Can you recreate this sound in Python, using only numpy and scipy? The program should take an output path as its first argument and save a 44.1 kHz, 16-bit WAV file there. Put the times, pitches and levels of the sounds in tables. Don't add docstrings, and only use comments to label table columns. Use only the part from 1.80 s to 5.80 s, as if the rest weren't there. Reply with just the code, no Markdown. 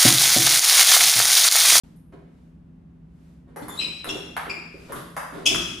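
import sys
import numpy as np
from scipy import signal
from scipy.fft import rfft, irfft
from scipy.io import wavfile

SR = 44100
rng = np.random.default_rng(int(sys.argv[2]) if len(sys.argv) > 2 else 0)


def master_out(mix):
    frames = np.transpose(np.atleast_2d(mix))
    ceiling = np.clip(frames, -1, 1)
    pcm = np.round(ceiling * 32767).astype(np.int16)
    wavfile.write(sys.argv[1], SR, pcm)


N = 176400

# freq_hz, t60_s
ROOM_T60 = [(100, 1), (400, 0.74), (1200, 0.8), (3000, 1), (6000, 0.8), (11000, 0.62)]
# freq_hz, correlation
STEREO_LIKENESS = [(70, 0.97), (250, 0.89), (600, 0.075), (3500, 0.35), (6000, 0.28), (10000, 0.17)]
# left_delay_s, right_delay_s, gain_db
REFLECTIONS = [(.0027, .0029, -11), (.0074, .0071, -5), (0.0109, .0128, -0.5), (0.0231, 0.067, -18.5)]

# freq_hz, density_db
AIR_COLOUR = [(25, -39), (45, -4.5), (64, 1), (105, -12), (160, -1), (280, -10), (430, -22.5),
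              (2800, -43.5), (5000, -53.5), (14000, -60.5)]
# pitch_hz, level_db
FAN_TONES = [(166, -52), (252, -60)]
# peak_s, level_db
RUSTLES = [(.06, -60.5), (.61, -68.5), (1.48, -64.5), (3.071, -50)]
# freq_hz, density_db
CLOTH_COLOUR = [(300, -3.5), (3000, -19), (12000, -27)]

# start_s, thud_db, slap_db, scuff_db, decay_s
STEPS = [(0.321, -54, -49, -72.5, 0.02), (1.661, -64, -61, -83, 0.096),
         (1.819, -38.5, -40.5, -50.5, 0.0094), (1.890, -51.5, -52.5, -56, 0.27),
         (2.250, -42.5, -40.5, -48, 0.067), (2.66, -49.5, -44.5, -74, 0.049),
         (3.085, -46.5, -41, -59.5, 0.047), (3.149, -44.5, -51, -49, 0.028),
         (3.520, -43, -42.5, -58.5, 0.093), (3.656, -44, -36, -28.5, 0.019), (3.710, -27.5, -34, -45, 0.01),
         (3.85, -49, -80, -55.5, 0.088)]
# freq_hz, density_db
THUD_COLOUR = [(25, -28), (60, -6), (110, 1.5), (200, 6.5), (340, 9), (900, -73)]
SLAP_COLOUR = [(250, -10.5), (380, 5), (600, -0.5), (850, -6), (1500, -10.5), (12000, -53.5)]
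SCUFF_COLOUR = [(300, -52), (1200, -15.5), (3500, 7.5), (6000, -3.5), (11000, -1), (16000, -25)]
# start_s, level_db
HEELS = [(.336, -34.5), (2.354, -22), (2.666, -33.5), (2.943, -30)]
# pitch_hz, gain_db, t60_s
HEEL_MODES = [(378, 14.5, 0.012), (540, -2, 0.014)]
# start_s, level_db
STOMPS = [(3.716, -33), (3.745, -29)]
# pitch_hz, gain_db, t60_s
STOMP_MODES = [(61.6, -5, 0.085), (200, 5.5, 0.036), (376, -4.5, 0.07)]
# start_s, length_s, pitch_hz, level_db, roughness (0-1), overtone_db
SQUEAKS = [(1.889, 0.051, 3590, -48, 0.2, -5), (1.975, 0.01, 3925, -27.5, 0.08, -15),
           (1.988, 0.016, 3997, -20.5, 0.13, -19), (1.992, 0.0376, 2892, -36, 0.97, -14),
           (2.008, 0.032, 2474, -35.5, 0.81, -5.5), (2.288, 0.011, 3400, -25, 0.54, -11.5),
           (2.290, 0.019, 2800, -30, 0.39, -7), (2.695, 0.017, 2583, -30.5, 0.57, -5.5),
           (2.7, 0.015, 2415, -32.5, 0.61, -14), (3.655, 0.02, 2948, -22, 0.77, -2),
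           (3.661, 0.008, 2713, -10, 0.49, -2.5), (3.660, 0.013, 3327, -15, 0.52, -7),
           (3.687, 0.0076, 3280, -15, 0.4, -22)]

# start_s, level_db
TOUCHES = [(.160, -68)]
# start_s, knock_db, shell_db, body_pitch_ratio, wet_db
STROKES = [(1.761, -27, -49, 0.56, 13.5), (2.566, -16, -40, 1.0, 7), (3.366, -18.5, -40.5, 0.84, 10)]
BOUNCES = [(1.883, -25.5, -36.5, 0.93, 8.5), (2.244, -24.5, -38, 1.2, 7.5), (3.122, -23, -38, 0.92, 9.5),
           (3.747, -16, -35, 1.14, 3.5)]
# pitch_hz, gain_db, t60_s
PADDLE_MODES = [(896, 0.5, 0.0056), (1206, -2, 0.014), (1463, 3, 0.0046), (1775, -3, 0.012),
                (2030, -2.5, 0.004), (3560, -11.5, 0.0013)]
TABLE_MODES = [(540, 0.5, 0.0021), (1128, 0.5, 0.0096), (1610, 1.5, 0.0027), (2320, -12, 0.011)]
# pitch_hz, gain_db, t60_s
SHELL_MODES = [(8640, -8, 0.03), (10050, 5.5, 0.0056), (10740, -2.5, 0.019), (11460, -1, 0.018),
               (12800, -5, 0.016)]
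# freq_hz, density_db
CRACK_COLOUR = [(500, 13), (4000, -7.5), (12000, -9.5)]

ROOM_ONSET_S = 0.0016
AIR_DB, HUM_WAVER_DB, HUM_WANDER_HZ = -50.5, 1, 2.79
RUSTLE_WIDTH_S, SOLE_CONTACT_S = 0.14, 0.0053
STEP_RISE_SHARE = 0.22
SQUEAK_ATTACK_S, SQUEAK_RELEASE_S = 0.003, 0.0098
SQUEAK_SAG = 0.036
SLIP_RATE_HZ = 260
SLIP_WANDER_SHARE, SLIP_FLUTTER_DB = 0.08, 2.5
UPPER_OVERTONE_DB = -7
CRACK_DB, CRACK_DECAY_S = -12, 0.0028
RADIATION_EDGE = 0.71
TOUCH_WET_DB, SQUEAK_WET_DB, STEP_WET_DB, HEEL_WET_DB = 14.5, 4.5, 8, 5.5
BALL_PAN_DB, SQUEAK_PAN_DB, STEP_PAN_DB = 0.5, 4, -0.5
START_S, TREBLE_EDGE_HZ, STOPBAND_HZ = 0.035, 12900, 15800


def from_db(db):
    return 10 ** (np.asarray(db) / 20)


def rms_one(x):
    return x / np.sqrt(np.mean(x ** 2) + 1e-20)


def at_hz(points, hz):
    f, value = np.transpose(points)
    return np.interp(np.log(np.maximum(hz, 1)), np.log(f), value)


def add(track, start_s, sound):
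    i = int(start_s * SR)
    track[i:i + len(sound)] += sound[:len(track) - i]


def coloured(noise, colour):
    size = noise.shape[-1]
    gain = from_db(at_hz(colour, np.fft.rfftfreq(size, 1 / SR)))
    return rms_one(irfft(rfft(noise) * gain, size))


def drift(rate_hz, size):
    f = np.fft.rfftfreq(size, 1 / SR)
    return rms_one(irfft(rfft(rng.standard_normal(size)) / (1 + (f / rate_hz) ** 2), size))


def diffuse(size):
    mid, side = rfft(rng.standard_normal((2, size)))
    alike = at_hz(STEREO_LIKENESS, np.fft.rfftfreq(size, 1 / SR))
    return irfft(np.sqrt((1 + alike) / 2) * mid + np.sqrt((1 - alike) / 2) * side * [[1], [-1]], size)


def ring(modes, pitch_ratio=1):
    t = np.arange(SR // 10) / SR
    hz, db, t60 = np.transpose(modes)[:, :, None]
    signs = (-1) ** np.arange(len(modes))[:, None]
    envelopes = from_db(db) * np.exp(-np.log(1000) * t / t60)
    return np.sum(signs * envelopes * np.sin(2 * np.pi * hz * pitch_ratio * t), axis=0)


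def room(x, wet_db, pan_db):
    t, noise = np.arange(SR) / SR, rfft(diffuse(SR))
    octave = np.log2(np.clip(np.fft.rfftfreq(SR, 1 / SR), 100, 12800) / 100)
    tail = 0
    for k in range(8):
        band = irfft(noise * np.maximum(1 - abs(octave - k), 0), SR)
        t60 = at_hz(ROOM_T60, 100 * 2 ** k)
        tail = tail + band * np.exp(-np.log(1000) * t / t60)
    build_up = 1 - np.exp(-t / ROOM_ONSET_S)
    response = from_db(wet_db) * rms_one(tail * build_up) / np.sqrt(SR)
    response[:, 0] += 1
    for left_s, right_s, db in REFLECTIONS:
        response[[0, 1], [int(left_s * SR), int(right_s * SR)]] += from_db(db)
    pan = from_db([[pan_db / 2], [-pan_db / 2]])
    return signal.fftconvolve(x[None], response, axes=1)[:, :N] * pan


def ventilation():
    out = from_db(AIR_DB) * coloured(diffuse(N), AIR_COLOUR)
    for hz, db in FAN_TONES:
        phase = 2 * np.pi * np.cumsum(hz + HUM_WANDER_HZ * drift(rate_hz=10.5, size=N)) / SR
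        waver = from_db(HUM_WAVER_DB * drift(rate_hz=8.2, size=N))
        out = out + from_db(db) * rms_one(np.sin(phase) * waver)
    return out


def rustles():
    t = np.arange(N) / SR
    swell = sum(from_db(db) * np.exp(-((t - peak_s) / RUSTLE_WIDTH_S) ** 2) for peak_s, db in RUSTLES)
    return swell * coloured(diffuse(N), CLOTH_COLOUR)


def footsteps():
    out, size = np.zeros(N), SR // 5
    t = np.arange(size) / SR
    for start_s, thud_db, slap_db, scuff_db, decay_s in STEPS:
        layers = (thud_db, THUD_COLOUR), (slap_db, SLAP_COLOUR), (scuff_db, SCUFF_COLOUR)
        noise = sum(from_db(db) * coloured(rng.standard_normal(size), colour) for db, colour in layers)
        envelope = np.minimum(t / (STEP_RISE_SHARE * decay_s), 1) * np.exp(-t / decay_s)
        add(out, start_s, noise * envelope)
    return out


def landings(blows, modes):
    out, t = np.zeros(N), np.arange(SR // 10) / SR
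    attack = 1 - np.exp(-t / SOLE_CONTACT_S)
    for start_s, db in blows:
        add(out, start_s, from_db(db) * ring(modes) * attack)
    return out


def squeaks():
    out, size = np.zeros(N), SR // 10
    t = np.arange(size) / SR
    for start_s, length_s, pitch_hz, db, roughness, overtone_db in SQUEAKS:
        glide_hz = pitch_hz * (1 - SQUEAK_SAG * t / length_s)
        jitter = 1 + SLIP_WANDER_SHARE * roughness * drift(SLIP_RATE_HZ, size)
        phase = 2 * np.pi * np.cumsum(glide_hz * jitter) / SR
        gains = [from_db(overtone_db * k + UPPER_OVERTONE_DB * max(k - 1, 0)) for k in range(4)]
        tone = sum(gain * np.sin(harmonic * phase) for harmonic, gain in enumerate(gains, 1))
        envelope = np.clip(t / SQUEAK_ATTACK_S, 0, 1) * np.clip((length_s - t) / SQUEAK_RELEASE_S, 0, 1)
        flutter_db = SLIP_FLUTTER_DB * roughness * drift(SLIP_RATE_HZ, size)
        add(out, start_s, from_db(db + flutter_db) * envelope * tone)
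    return out


def ball_touches():
    out = np.zeros(N)
    for start_s, db in TOUCHES:
        add(out, start_s, from_db(db) * ring(SHELL_MODES))
    return out


def ball_hits(contacts, body_modes):
    out, t = 0, np.arange(SR // 10) / SR
    for start_s, knock_db, shell_db, pitch_ratio, wet_db in contacts:
        noise = coloured(rng.standard_normal(len(t)), CRACK_COLOUR)
        crack = from_db(CRACK_DB) * noise * np.exp(-t / CRACK_DECAY_S)
        lowest_mode_hz = body_modes[0][0] * pitch_ratio
        low_cut = signal.butter(4, RADIATION_EDGE * lowest_mode_hz, "high", fs=SR, output="sos")
        knock = signal.sosfilt(low_cut, ring(body_modes, pitch_ratio) + crack)
        hit = np.zeros(N)
        add(hit, start_s, from_db(knock_db) * knock + from_db(shell_db) * ring(SHELL_MODES))
        out = out + room(hit, wet_db, BALL_PAN_DB)
    return out


def scene():
    background = ventilation() + rustles()
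    rally = ball_hits(STROKES, PADDLE_MODES) + ball_hits(BOUNCES, TABLE_MODES)
    handling = room(ball_touches(), TOUCH_WET_DB, BALL_PAN_DB)
    soles = room(squeaks(), SQUEAK_WET_DB, SQUEAK_PAN_DB)
    steps = room(footsteps() + landings(STOMPS, STOMP_MODES), STEP_WET_DB, STEP_PAN_DB)
    heels = room(landings(HEELS, HEEL_MODES), HEEL_WET_DB, STEP_PAN_DB)
    return background + steps + heels + soles + handling + rally


def record(dry):
    switched_on = dry * (np.arange(N) / SR > START_S)
    dulled = signal.sosfilt(signal.butter(16, TREBLE_EDGE_HZ, fs=SR, output="sos"), switched_on)
    return signal.sosfilt(signal.cheby2(12, 70, STOPBAND_HZ, fs=SR, output="sos"), dulled)


dry = scene()
out = record(dry)
master_out(out)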